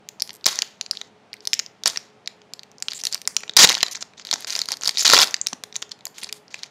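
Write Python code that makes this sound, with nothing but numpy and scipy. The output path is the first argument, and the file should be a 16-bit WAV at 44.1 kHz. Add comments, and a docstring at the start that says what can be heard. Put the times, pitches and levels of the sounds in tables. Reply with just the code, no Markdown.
"""Foil pack picked at, torn and crumpled by hand close to a microphone in a quiet room.
Each buckling crease is a burst of noise ringing its panel for a few cycles; tears pack them densely.
A glued seam creaks in even slips; cards in the pack knock as short decaying low sines.
The table top answers at once, the room a little later; under it lie a hush and a soft fan hum.
The loudest tears are softly clipped."""
import sys
import numpy as np
from scipy import signal
from scipy.fft import rfft, irfft, next_fast_len
from scipy.io import wavfile
from scipy.ndimage import map_coordinates

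SR = 44100
rng = np.random.default_rng(int(sys.argv[2]) if len(sys.argv) > 2 else 0)


def to_wav(s):
    """Save 16-bit WAV."""
    ch = np.atleast_2d(s).T  # columns
    pcm = np.round(np.clip(ch, -1, 1) * 32767)  # PCM
    wavfile.write(sys.argv[1], SR, pcm.astype(np.int16))


N = 295470

# single creases buckling: (t/s, panel peak level/dB, panel pitch f/Hz,
#   thud level re panel/dB, sheen level re panel/dB)
CREASES = [(0.0886, -13, 6500, -57.5, -12), (.1987, -18, 4510, -40.5, -17.5),
           (0.204, -14, 4580, -29, -25.5), (0.2211, -2, 4900, -44.5, -8), (.2757, -24.5, 6310, -34.5, -7),
           (.293, -19.5, 4290, -13.5, -29), (0.305, -21, 3260, -29, -21), (.4107, -38, 3780, -19.5, -18),
           (0.4427, -14, 4750, -24.5, -21), (0.4565, -8, 6100, -27.5, -11), (0.4594, -1.5, 6350, -16, -22),
           (.464, 5.5, 5390, -14, -10.5), (0.4764, -13.5, 3640, -3.5, -14.5),
           (0.4843, -10, 7240, -11.5, -13), (.5568, -13, 5370, -26.5, -10), (.5785, -29, 7020, -25, -14),
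           (0.5887, -1, 6200, -23, -19.5), (0.6205, 0, 4790, -40, -18.5), (0.6279, -27, 4870, 4.5, -22),
           (0.811, -8, 5100, -21.5, -17.5), (.826, -34, 4000, -22, -20), (0.8625, -17, 4290, -22, -41),
           (.911, -3, 4720, -31.5, -17), (0.952, -25.5, 4540, -26.5, -27), (0.9715, -13.5, 3750, -49, -25),
           (1.014, -12.5, 3740, -18, -25), (1.331, -15, 4900, -38, -47), (1.339, -23.5, 1984, -27, -10),
           (1.3672, -35, 3980, -18, -17), (1.406, -30, 4370, -32.5, -40.5), (1.4531, -18, 4760, -39.5, -11),
           (1.4728, -4, 4900, -24, -12.5), (1.519, -33, 5300, -26.5, -19.5),
           (1.5323, 1.5, 5280, -46, -34.5), (1.5394, -4.5, 6000, -32, -13),
           (1.5495, -19, 5230, -38.5, -17.5), (1.5924, -3.5, 4830, -50, -17),
           (1.5961, -5.5, 5400, -19, -24), (1.6625, -18.5, 4770, -32, -24),
           (1.836, -11.5, 4630, -22.5, -16), (1.8578, 1, 5170, -14, -20.5), (1.873, -1, 6830, -20.5, -19),
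           (1.8764, -5.5, 4100, -18.5, -1.5), (1.9593, -14.5, 2070, -17, -30),
           (1.9726, -5, 5700, -18.5, -25), (2.2598, -28.5, 4400, -24, -42.5), (2.2746, -9, 4080, -23, -20),
           (2.417, -33, 3400, -12, -30), (2.5355, -15, 4480, -23, -11.5), (2.5933, -21, 4750, -43, -21),
           (2.633, -24.5, 4700, -26, -14.5), (2.7156, -34, 5800, -12.5, -11.5),
           (2.7834, -27.5, 5300, -22, -22), (2.802, -33, 5450, -21, -6), (2.824, -6.5, 6560, -32, -9),
           (2.8832, -8, 3170, -19.5, -23), (2.9102, -19, 4820, -32, -31), (2.9183, -13.5, 4700, -37, -27),
           (2.9336, -15.5, 4770, -44, -8.5), (3.037, -10, 5530, -20, -11), (3.0526, -3.5, 5400, -32, -9.5),
           (3.0693, -3.5, 4470, -57, -8.5), (3.126, -8.5, 5430, -38.5, -8.5),
           (3.133, -11.5, 4390, -28, -30), (3.1452, -5, 5260, -32.5, -3), (3.154, -24, 2240, -5, -20.5),
           (3.1774, -25.5, 4870, -20.5, -27), (3.2167, -19, 6800, -39.5, -6),
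           (3.253, -26.5, 3700, -25.5, -33.5), (3.2748, -1.5, 6500, -14.5, -8),
           (3.3084, -33.5, 5770, -6.5, -28.5), (3.3465, -32, 5730, -19.5, -15),
           (3.3658, 2, 5800, -22.5, -17), (3.4054, -26, 2550, -19, -9.5), (3.4333, -20.5, 1940, -6, -38),
           (3.4786, -25, 3380, -14, -36), (3.4942, -12.5, 4170, -12.5, -25), (3.5105, -30, 5200, -22, -24),
           (3.5362, -25, 4540, -21.5, -32), (3.5605, -32, 4390, -21, -36), (3.5662, 4, 5400, -25, -10),
           (3.6727, -0.5, 4410, -29, -25), (3.6899, 2, 3590, -37.5, -23), (3.6942, 2, 3680, -24, -15),
           (3.701, -5.5, 4550, -6, -23), (3.7098, -9, 2000, -15, -24), (3.7178, -8, 1850, -12, -16),
           (3.727, -7, 3070, -28, -11.5), (3.7431, -7.5, 5550, -19, -26), (3.751, -1.5, 4870, -34.5, -21.5),
           (3.7695, -16, 3930, -4, -26), (3.779, -16, 5200, -5, -18), (3.786, -19.5, 3320, -26, -13),
           (3.806, -12, 3810, -23, -21), (3.813, -14, 3570, -28, -28.5), (3.8291, 3, 4730, -16.5, -17),
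           (3.831, -2, 3230, -11.5, -29.5), (3.864, -13.5, 4150, -13, -32), (3.882, -20.5, 4240, -8, -27),
           (3.9558, -11, 6100, -55, -31), (3.9727, -29, 6070, -29.5, -30), (4.025, -9.5, 4980, -16.5, -26),
           (4.1352, -37.5, 2070, -5, -23.5), (4.1967, -26, 4400, -9, -34), (4.25, -19.5, 3900, -16, -13),
           (4.27, -16.5, 3880, -27, -17), (4.289, -23, 3570, -15, -31), (4.3122, -1, 4860, -27.5, -19),
           (4.3277, -5, 4670, -12.5, -28), (4.3348, -6, 5700, -15, -26), (4.3383, -5, 4880, -12, -12),
           (4.3579, -19.5, 4730, -5, -20), (4.4064, -27, 4570, -16, 2), (4.423, -22, 4700, -17, -14),
           (4.4455, -15.5, 4440, -11, -37), (4.5042, -7.5, 4770, -32, -18), (4.5268, -18, 4500, -23, -28),
           (4.5526, -7, 4500, -26, -21), (4.563, -9.5, 5950, -18, -19), (4.5906, -5.5, 5250, -22, -16.5),
           (4.6163, -4.5, 4600, -23, -17), (4.657, -17, 4700, -24, -8), (4.68, -28, 4800, -22, -21),
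           (4.6864, -9.5, 4600, -11.5, -15), (4.7063, -16, 4330, -36, -15), (4.719, -4, 5200, -43, -9.5),
           (4.7264, -10.5, 4350, -34, -27), (4.732, -19, 4600, -11, -22), (4.7388, -17, 4630, -13, -23),
           (4.7699, -20.5, 7000, -27, -7), (4.811, -20, 6800, -10, -17), (4.8198, -20, 3620, -24, -28),
           (4.8344, -9, 6030, -13, -22), (4.846, -13, 5150, -31, -18), (4.8554, -9.5, 4400, -22, -15),
           (4.8594, -8, 4610, -17, -18), (4.8747, 1.5, 5310, -31.5, -14.5), (4.88, -8.5, 6200, -11, -7),
           (4.8916, -1, 4120, -22, -18), (4.9097, -18, 3730, -26, -12), (4.9436, -28, 5320, -18, -31),
           (4.9494, -20.5, 4570, -15, -37), (4.972, -4, 3770, -30, -40), (4.9841, -5, 5200, -34.5, -22),
           (4.994, -3, 5200, -36.5, -15), (5.0098, -9.5, 4160, -38, -12), (5.023, -12, 4540, -13, -15),
           (5.0544, -2, 4500, -24.5, -17.5), (5.059, -0.5, 4360, -33, -25), (5.0648, 2, 4530, -25, -22),
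           (5.0773, 3, 4780, -18, -17.5), (5.0909, 1.5, 4530, -20.5, -21), (5.1004, 2.5, 4480, -25, -19.5),
           (5.109, -2.5, 4500, -18, -19), (5.1174, -3, 4520, -8.5, -14.5), (5.125, -1.5, 4220, -28.5, -16),
           (5.1281, 3.5, 5160, -29.5, -22), (5.1331, 9, 4440, -2, -19), (5.143, 1, 4520, -8.5, -15),
           (5.1437, -1, 3530, -23.5, -25), (5.153, 0.5, 4580, -18.5, -26.5), (5.1592, -4, 5130, -18.5, -6),
           (5.165, 2, 3040, -12.5, -20), (5.176, -2.5, 3240, -6, -15), (5.1906, -4, 3270, -4, -20.5),
           (5.1969, -3, 3300, -17, -21), (5.2025, 0.5, 4570, -13.5, -19.5), (5.21, -5.5, 4950, -5, -10.5),
           (5.2161, 5, 4500, -28, -13), (5.2242, -2.5, 4950, -24, -18), (5.229, 0.5, 3400, -16.5, -19),
           (5.242, -8, 4540, -19, -5), (5.2726, -13, 4960, -30, -13), (5.282, -18, 3670, -24, -23),
           (5.3095, -18, 6250, -29, -8), (5.3422, -2, 4530, -42, -22), (5.3655, -17.5, 6580, -39, -37),
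           (5.4141, -4, 6620, -62, -32), (5.448, -39, 4230, -18, -19), (5.464, -15.5, 4400, -17, -45),
           (5.469, 1, 4950, -27, -15.5), (5.485, -20.5, 4300, -27, -12), (5.531, -12.5, 5460, -10, -21),
           (5.6366, -13, 3240, -11, -12), (5.7258, -23.5, 3700, -26, -32), (5.7563, -14, 3900, -25, -22),
           (5.7632, -5.5, 6200, -27, -16), (5.8245, -13.5, 3400, -12, -21), (5.8932, -31, 6100, -19, -21),
           (5.9173, -14.5, 3940, -31, -18), (5.99, -39, 2500, -15, -15), (6.008, -34.5, 3600, -15, -22),
           (6.0542, -12, 7700, -49, -2), (6.0679, -16.5, 5100, -14.5, -9), (6.079, -33, 7260, -21, -2),
           (6.1828, -20, 6965, -36, -9), (6.2179, -29, 3360, -21, -13), (6.2298, -20.5, 2300, -12, -23),
           (6.2345, -17, 4460, -40, 0), (6.244, -12.5, 7800, -27, -28), (6.29, -23, 5050, -26, -17),
           (6.2932, -21, 2550, -24, -27), (6.3262, -12, 4600, -30, -5.5), (6.4807, -31, 4900, -28, -34),
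           (6.5419, -12.5, 1920, -17.5, -23), (6.633, -14, 4930, -18, -17.5),
           (6.6399, -25.5, 2500, -16.5, -18)]
# rub and tear strokes: (start t/s, end t/s, level/dB, fade after end/(dB/s),
#   sheen level re panel/dB, mid-sized crease level re stroke/dB)
STROKES = [(0.194, 0.31, -55.5, 899.5, -10.5, -0.5), (.46, 0.488, -21, 897, -10, -0.5),
           (.49, 0.527, -28, 127, -12.5, 0), (0.926, 1.004, -49, 400, -17, 11.5),
           (1.03, 1.073, -55.5, 897.5, -24, 9.5), (1.42, 1.483, -59, 899.5, -7, 11),
           (1.855, 1.897, -23.5, 897, -12, 5), (1.9, 1.924, -38, 129, -11, 5),
           (2.888, 2.953, -49.5, 900, -7, 15), (3.04, 3.084, -41.5, 900, -4, 6),
           (3.114, 3.154, -38.5, 900, -9, 11), (3.5665, 3.573, -4.5, 4000.5, -7.5, 0),
           (3.579, 3.584, -13, 900, -13, 6), (3.586, 3.611, 0, 2999, -15, -2),
           (3.612, 3.625, -5, 900, -11, 4), (3.629, 3.648, 0, 2000, -14, 2),
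           (3.65, 3.651, -4, 3000, -16, 0), (3.659, 3.716, -27.5, 145, -11, 9),
           (3.84, 3.88, -44, 900, -11.5, 19), (3.946, 3.972, -39, 2000.5, -19, 17.5),
           (4.006, 4.024, -37, 2000, -20, -3), (4.17, 4.218, -48, 900, -27, 16.5),
           (4.255, 4.435, -41.5, 900, -14, -7.5), (4.469, 4.495, -28.5, 300, -9, 6.5),
           (4.5, 4.576, -33.5, 202, -7.5, 12.5), (4.68, 4.737, -34.5, 2000, -13, 7.5),
           (4.816, 4.892, -36, 400, -9, 8.5), (4.94, 5.023, -35.5, 2000, -15, 11),
           (5.047, 5.079, -14, 2001.5, -15, 9), (5.086, 5.112, -15.5, 901.5, -12.5, 9.5),
           (5.134, 5.149, -8.5, 900, -21, 4.5), (5.15, 5.21, -18, 900, -10, 10.5),
           (5.212, 5.237, -12, 2500, -9, 2.5), (5.237, 5.255, -31, 191, -8, -2),
           (5.741, 5.759, -38, 900, -20, 5), (5.818, 5.822, -25.5, 1500, -16, 2),
           (5.909, 5.92, -36.5, 1491, -20, 8), (6.14, 6.185, -45.5, 900, -15, -2),
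           (6.18, 6.204, -38.5, 1500, -4, -2), (6.212, 6.24, -42.5, 300, -8.5, 17),
           (6.335, 6.38, -50, 900, 0, 1), (6.503, 6.527, -45, 400, -22, 6), (6.55, 6.6, -44.5, 400, -16, 8),
           (6.62, 6.662, -46.5, 900, -18, 6)]
# glued seam letting go: (start t/s, end t/s, slip rate/(1/s), level/dB, pitch f/Hz, sheen level re panel/dB)
SEAM_SLIPS = [(0.3317, 0.368, 112, -35, 5550, 5.5), (2.948, 2.9816, 365, -24.5, 7200, -10.5),
              (2.99, 3.005, 720, -26.5, 5200, -7), (3.011, 3.0175, 1800, -27.5, 5500, -14),
              (3.912, 3.934, 600, -22.5, 6100, -6), (4.008, 4.028, 1140, -28, 6600, -13),
              (4.98, 5.003, 830, -14.5, 5430, -10), (5.0026, 5.019, 660, -9, 7000, -17.5),
              (5.025, 5.038, 1100, -16, 6550, -5)]
# cards in the pack jolting: (t/s, level before onset and decay/dB, pitch f/Hz)
CARD_JOLTS = [(0.46, -24.5, 383), (.465, -10.5, 870), (6.066, -24, 930), (3.597, -13, 237),
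              (3.6371, -14, 224), (3.83, -16.5, 386), (4.337, -24, 287), (4.339, -11.5, 804),
              (4.495, -41, 900), (4.565, -23.5, 800), (4.709, -23, 850), (4.719, -17.5, 880),
              (4.729, -24.5, 835), (5.092, -20.5, 273), (5.16, -10.5, 376), (5.529, -14.5, 944),
              (5.533, -22, 250)]
# body of the foil sheet: (f/Hz, relative level/dB)
FOIL_SPECTRUM = [(880, -47.5), (1500, -16), (1850, -4), (2830, -5.5), (4560, -2), (5120, -3.5),
                 (7140, -4.5), (7950, -14), (9500, -35), (12400, -54), (20900, -120)]
# the pack flexing: (f/Hz, relative level/dB)
THUD_SPECTRUM = [(60, -39), (150, -6), (300, -7), (600, 0.5), (1000, 4), (1500, 4), (2000, 1.5),
                 (2600, -22.5), (4000, -50)]
# sharp edge of a snap: (f/Hz, relative level/dB)
SHEEN_SPECTRUM = [(5000, -19), (8500, -2.5), (14500, -13.5), (15700, -26), (16400, -27.5)]
# near reflections: (delay t/ms, level re direct/dB)
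TABLE_ECHOES = [(1.3, -20.5), (2.1, -19.5), (2.9, -17.5), (3.7, -21.5), (4.4, -23.5), (5.8, -28),
                (7.5, -31)]
# room decay: (f/Hz, t60/s)
ROOM_T60 = [(300, 0.39), (2000, 0.43), (5000, 0.24), (10000, 0.29), (16000, 0.3)]
# room hush: (f/Hz, relative level/dB)
HUSH_SPECTRUM = [(25, -20.5), (60, -8), (108, -7.5), (185, -11), (350, -10.5), (800, -9.5), (1100, -15.5),
                 (2840, -21.5), (6000, -30.5), (9000, -41.5), (16000, -61.5)]
# wavering fan hum: (f/Hz, half-width at half amplitude/Hz, rms level/dB)
FAN_LINES = [(200, 39, -63.5), (421.7, 4.5, -63)]
# room onset colour: (f/Hz, level/dB)
ROOM_COLOUR = [(500, 4.5), (4000, -1.5), (9000, 0.5), (16000, 1.5)]

# time to the burst's peak for a -10 dB crease at 4500 Hz with -19 dB thud; dB of thud or level that double it
SNAP_MS, THUD_DOUBLES_DB, LEVEL_DOUBLES_DB = 0.62, 29.5, 23
LOW_PANEL_POWER = 0.89  # growth of that time on low panels
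GRIP_S, BUNCH_DB = 0.002, 2  # rise of a stroke, depth of its bunches
CRACKLE_SCATTER_DB, CRACKLE_THUD_DB = 2, -14
DULL_DB_PER_DB = 0.4  # sheen lost per dB of fade
POP_SCATTER_DB, POP_THUD_DB, POP_SHEEN_DB = 4, -20.5, -10  # sheen re the stroke's sheen
HUSH_RMS_DB, ROOM_DB = -55, -17.5
TOP_HZ = 16500


def amp(db):
    """Gain of a level in dB."""
    return 10 ** (np.asarray(db) / 20)


def unit(x):
    """x at rms 1."""
    return x / np.sqrt(np.mean(x ** 2) + 1e-20)


def along(points, hz):
    """(Hz, value) points interpolated on a log frequency axis."""
    f, v = np.transpose(points)
    return np.interp(np.log(hz + 1), np.log(f + 1), v)


def filtered(x, response):
    """x times a response of frequency."""
    size = next_fast_len(N + 8192)
    f = np.fft.rfftfreq(size, 1 / SR)
    return irfft(rfft(x, size) * response(f), size)[..., :N]


def causal(spectrum, size):
    """Minimum-phase response with the given spectrum, on the grid of a size-point transform."""
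    gain = amp(along(spectrum, np.fft.rfftfreq(size, 1 / SR)))
    cepstrum = irfft(np.log(np.maximum(gain, 1e-3)))
    cepstrum[1:size // 2] *= 2
    cepstrum[size // 2 + 1:] = 0
    return np.exp(rfft(cepstrum))


def placed(start_s, rows):
    """Sums each row into a track from its start time on."""
    at = np.round(start_s * SR).astype(int)[:, None] + np.arange(rows.shape[1])
    return np.bincount(at.ravel(), rows.ravel(), N + SR)[:N]


def buckle(noise, start_s, db, hz, thud_db, sheen_db, ms, ring, cycles, size):
    """Short noise bursts that ring their panel, push the pack and scratch the treble."""
    t = np.arange(noise.shape[2]) / SR
    peak_s = np.clip(ms, 0.04, 2.5)[:, None] / 1000
    envelope = (t / peak_s * np.exp(1 - t / peak_s)) ** 2
    burst = rfft(noise * envelope[:, None], size)
    f, f0 = np.fft.rfftfreq(size, 1 / SR), hz[:, None]
    damping = 1j * f * f0 / cycles  # cycles = resonance Q
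    panel = 1 + ring * damping / (f0 * f0 - f * f + damping)
    layers = [(db, panel * causal(FOIL_SPECTRUM, size)),
              (db + thud_db, causal(THUD_SPECTRUM, size)),
              (db + sheen_db, causal(SHEEN_SPECTRUM, size))]
    rows = 0
    for k, (level_db, colour) in enumerate(layers):
        part = irfft(burst[:, k] * colour)
        rows = rows + amp(level_db)[:, None] * part / np.abs(part).max(1, keepdims=True)
    return placed(start_s, rows)


def snap_ms(db, hz, thud_db):
    """Strong creases, those that push the pack harder and those on low wide panels give way more slowly."""
    doublings = (thud_db + 19) / THUD_DOUBLES_DB + (db + 10) / LEVEL_DOUBLES_DB
    return SNAP_MS * 2 ** doublings * (4500 / hz) ** LOW_PANEL_POWER


def snaps(size=512):
    """The single creases that stand out, each a burst ringing its own panel."""
    start_s, db, hz, thud_db, sheen_db = np.transpose(CREASES)
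    noise = rng.standard_normal((len(start_s), 3, size))
    ms = snap_ms(db, hz, thud_db)
    return buckle(noise, start_s, db, hz, thud_db, sheen_db, ms, ring=4.75, cycles=3.4, size=1024)


def stroke(s):
    """Level, sheen and mid-sized crease level of the strongest stroke: grip, hold, fade that dulls."""
    start, end, db, fade, sheen_db, pop_db = np.transpose(STROKES)[:, :, None]
    grip_db = 20 * np.log10(np.clip((s - start) / GRIP_S, 1e-9, 1))
    faded_db = np.abs(fade) * np.maximum(s - end, 0)
    level_db = db + grip_db - faded_db
    top = level_db.argmax(axis=0)[None]
    curves = (level_db, sheen_db - DULL_DB_PER_DB * faded_db, level_db + pop_db)
    return [np.take_along_axis(c, top, axis=0)[0] for c in curves]


def crackle(count=14000, size=96):
    """Tiny creases at random moments while foil is rubbed or torn, a few stronger than the rest."""
    draw = rng.random((count, 4))
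    noise = rng.standard_normal((count, 3, size))
    # creases give way in bunches: smooth random curve, 480 points over the scene
    bunches = map_coordinates(rng.standard_normal(480), [draw[:, 0] * 479])
    start_s = draw[:, 0] * N / SR
    db, sheen_db, _ = stroke(start_s)
    scatter_db = -CRACKLE_SCATTER_DB * (np.log(1.02 - draw[:, 1]) + 1)
    size_db = db + scatter_db + BUNCH_DB * bunches
    hz = 4700 * 2 ** (1.1 * (draw[:, 2] - 0.5))
    on = size_db > -75
    ms = 0.13 + 0.23 * draw[on, 3]
    return buckle(noise[on], start_s[on], size_db[on], hz[on], CRACKLE_THUD_DB, sheen_db[on], ms,
                  ring=2.6, cycles=6.6, size=512)


def pops(count=1100, size=256):
    """Mid-sized creases scattered through every stroke, each with its own panel and weight."""
    draw = rng.random((count, 2))
    odd = rng.standard_normal((count, 3))
    noise = rng.standard_normal((count, 3, size))
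    start_s = draw[:, 0] * N / SR
    hz = np.clip(4500 * 2 ** (0.29 * odd[:, 0]), 1800, 7500)
    _, stroke_sheen_db, db = stroke(start_s)
    size_db = np.minimum(db - POP_SCATTER_DB * (np.log(1.02 - draw[:, 1]) + 1), 3)
    thud_db = POP_THUD_DB + 7 * odd[:, 1]
    sheen_db = stroke_sheen_db + POP_SHEEN_DB + 6 * odd[:, 2]
    ms = snap_ms(size_db, hz, thud_db)
    return buckle(noise, start_s, size_db, hz, thud_db, sheen_db, ms, ring=2.5, cycles=5.3, size=512)


def creaks(count=24, size=64):
    """Slips of one seam share one burst shape and follow each other almost evenly."""
    start, end, rate, db, hz, sheen_db = (c.repeat(count) for c in np.transpose(SEAM_SLIPS))
    noise = rng.standard_normal((len(SEAM_SLIPS), 3, size)).repeat(count, 0)
    jitter = rng.standard_normal((len(start), 2))
    slip = np.arange(len(start)) % count
    slip_s = start + (slip + 0.1 * jitter[:, 0]) / rate
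    slip_db = db + 1.8 * jitter[:, 1] - 200 * (slip_s > end)  # silent once the seam holds again
    ms = np.full(len(slip_s), 0.12)
    return buckle(noise, slip_s, slip_db, hz, -38, sheen_db, ms, ring=9.0, cycles=3.0, size=512)


def knocks(size=4096):
    """Each jolt is a low sine with a soft start, losing 10 dB a cycle."""
    start_s, db, hz = np.transpose(CARD_JOLTS)
    turns = hz[:, None] * np.arange(size) / SR
    decay = amp(db[:, None] - 10.0 * turns)
    onset = 1 - np.exp(-turns / 0.32)
    return placed(start_s, decay * onset * np.sin(2 * np.pi * turns))


def table(x):
    """Direct sound plus a few quick copies off the table top and the hands."""
    def response(f):
        return 1 + sum(amp(db) * np.exp(-2j * np.pi * f * ms / 1000) for ms, db in TABLE_ECHOES)
    return filtered(x, response)


def room(x, count=45):
    """Noise tail builds up, then each frequency dies at its own speed; each equal stretch draws a fresh one."""
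    out, step = np.zeros(N + 2 * SR), N // count + 1
    for k in range(count):
        hz, t, z = signal.stft(rng.standard_normal(SR // 2), SR, nperseg=256)
        build_up = 1 - np.exp(-t / 0.0084)
        colour = amp(along(ROOM_COLOUR, hz))[:, None]
        decay = amp(-60 * t / along(ROOM_T60, hz)[:, None])
        tail = signal.istft(z * build_up * colour * decay, SR, nperseg=256)[1]
        wet = signal.fftconvolve(x[k * step:][:step], tail / np.linalg.norm(tail))
        out[k * step + 130:][:len(wet)] += wet  # 130 samples: about 3 ms late
    return out[:N]


def hush():
    """Soft broad room noise: white noise shaped by a spectrum."""
    noise = rng.standard_normal(N)
    return amp(HUSH_RMS_DB) * unit(filtered(noise, lambda f: amp(along(HUSH_SPECTRUM, f))))


def fan():
    """Fuzzy hum lines: noise through narrow resonances, so each wavers."""
    def line(hz, width_hz):
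        noise = rng.standard_normal(N)
        return unit(filtered(noise, lambda f: 1 / (1 + ((f - hz) / width_hz) ** 2)))
    return sum(amp(db) * line(hz, width_hz) for hz, width_hz, db in FAN_LINES)


def scene():
    """Foil pack, its reflections, hush and fan."""
    foil = snaps() + creaks() + crackle() + pops() + knocks()
    return (table(foil) + amp(ROOM_DB) * room(foil) + hush() + fan())[None]


def record(dry):
    """Input clips softly, loses the deep bass and keeps nothing from TOP_HZ up."""
    clipped = dry / (1 + np.abs(dry / 0.9) ** 8) ** (1 / 8)

    def response(f):
        ratio = f / 110
        bass_cut = 0.04 + 0.87 * ratio ** 4 / np.sqrt(1 + ratio ** 8)
        edge_db = along([(15600, 0), (16000, -14), (TOP_HZ, -26)], f)
        return bass_cut * amp(edge_db) * (f < TOP_HZ)
    return filtered(clipped, response)


dry = scene()
out = record(dry)
to_wav(out)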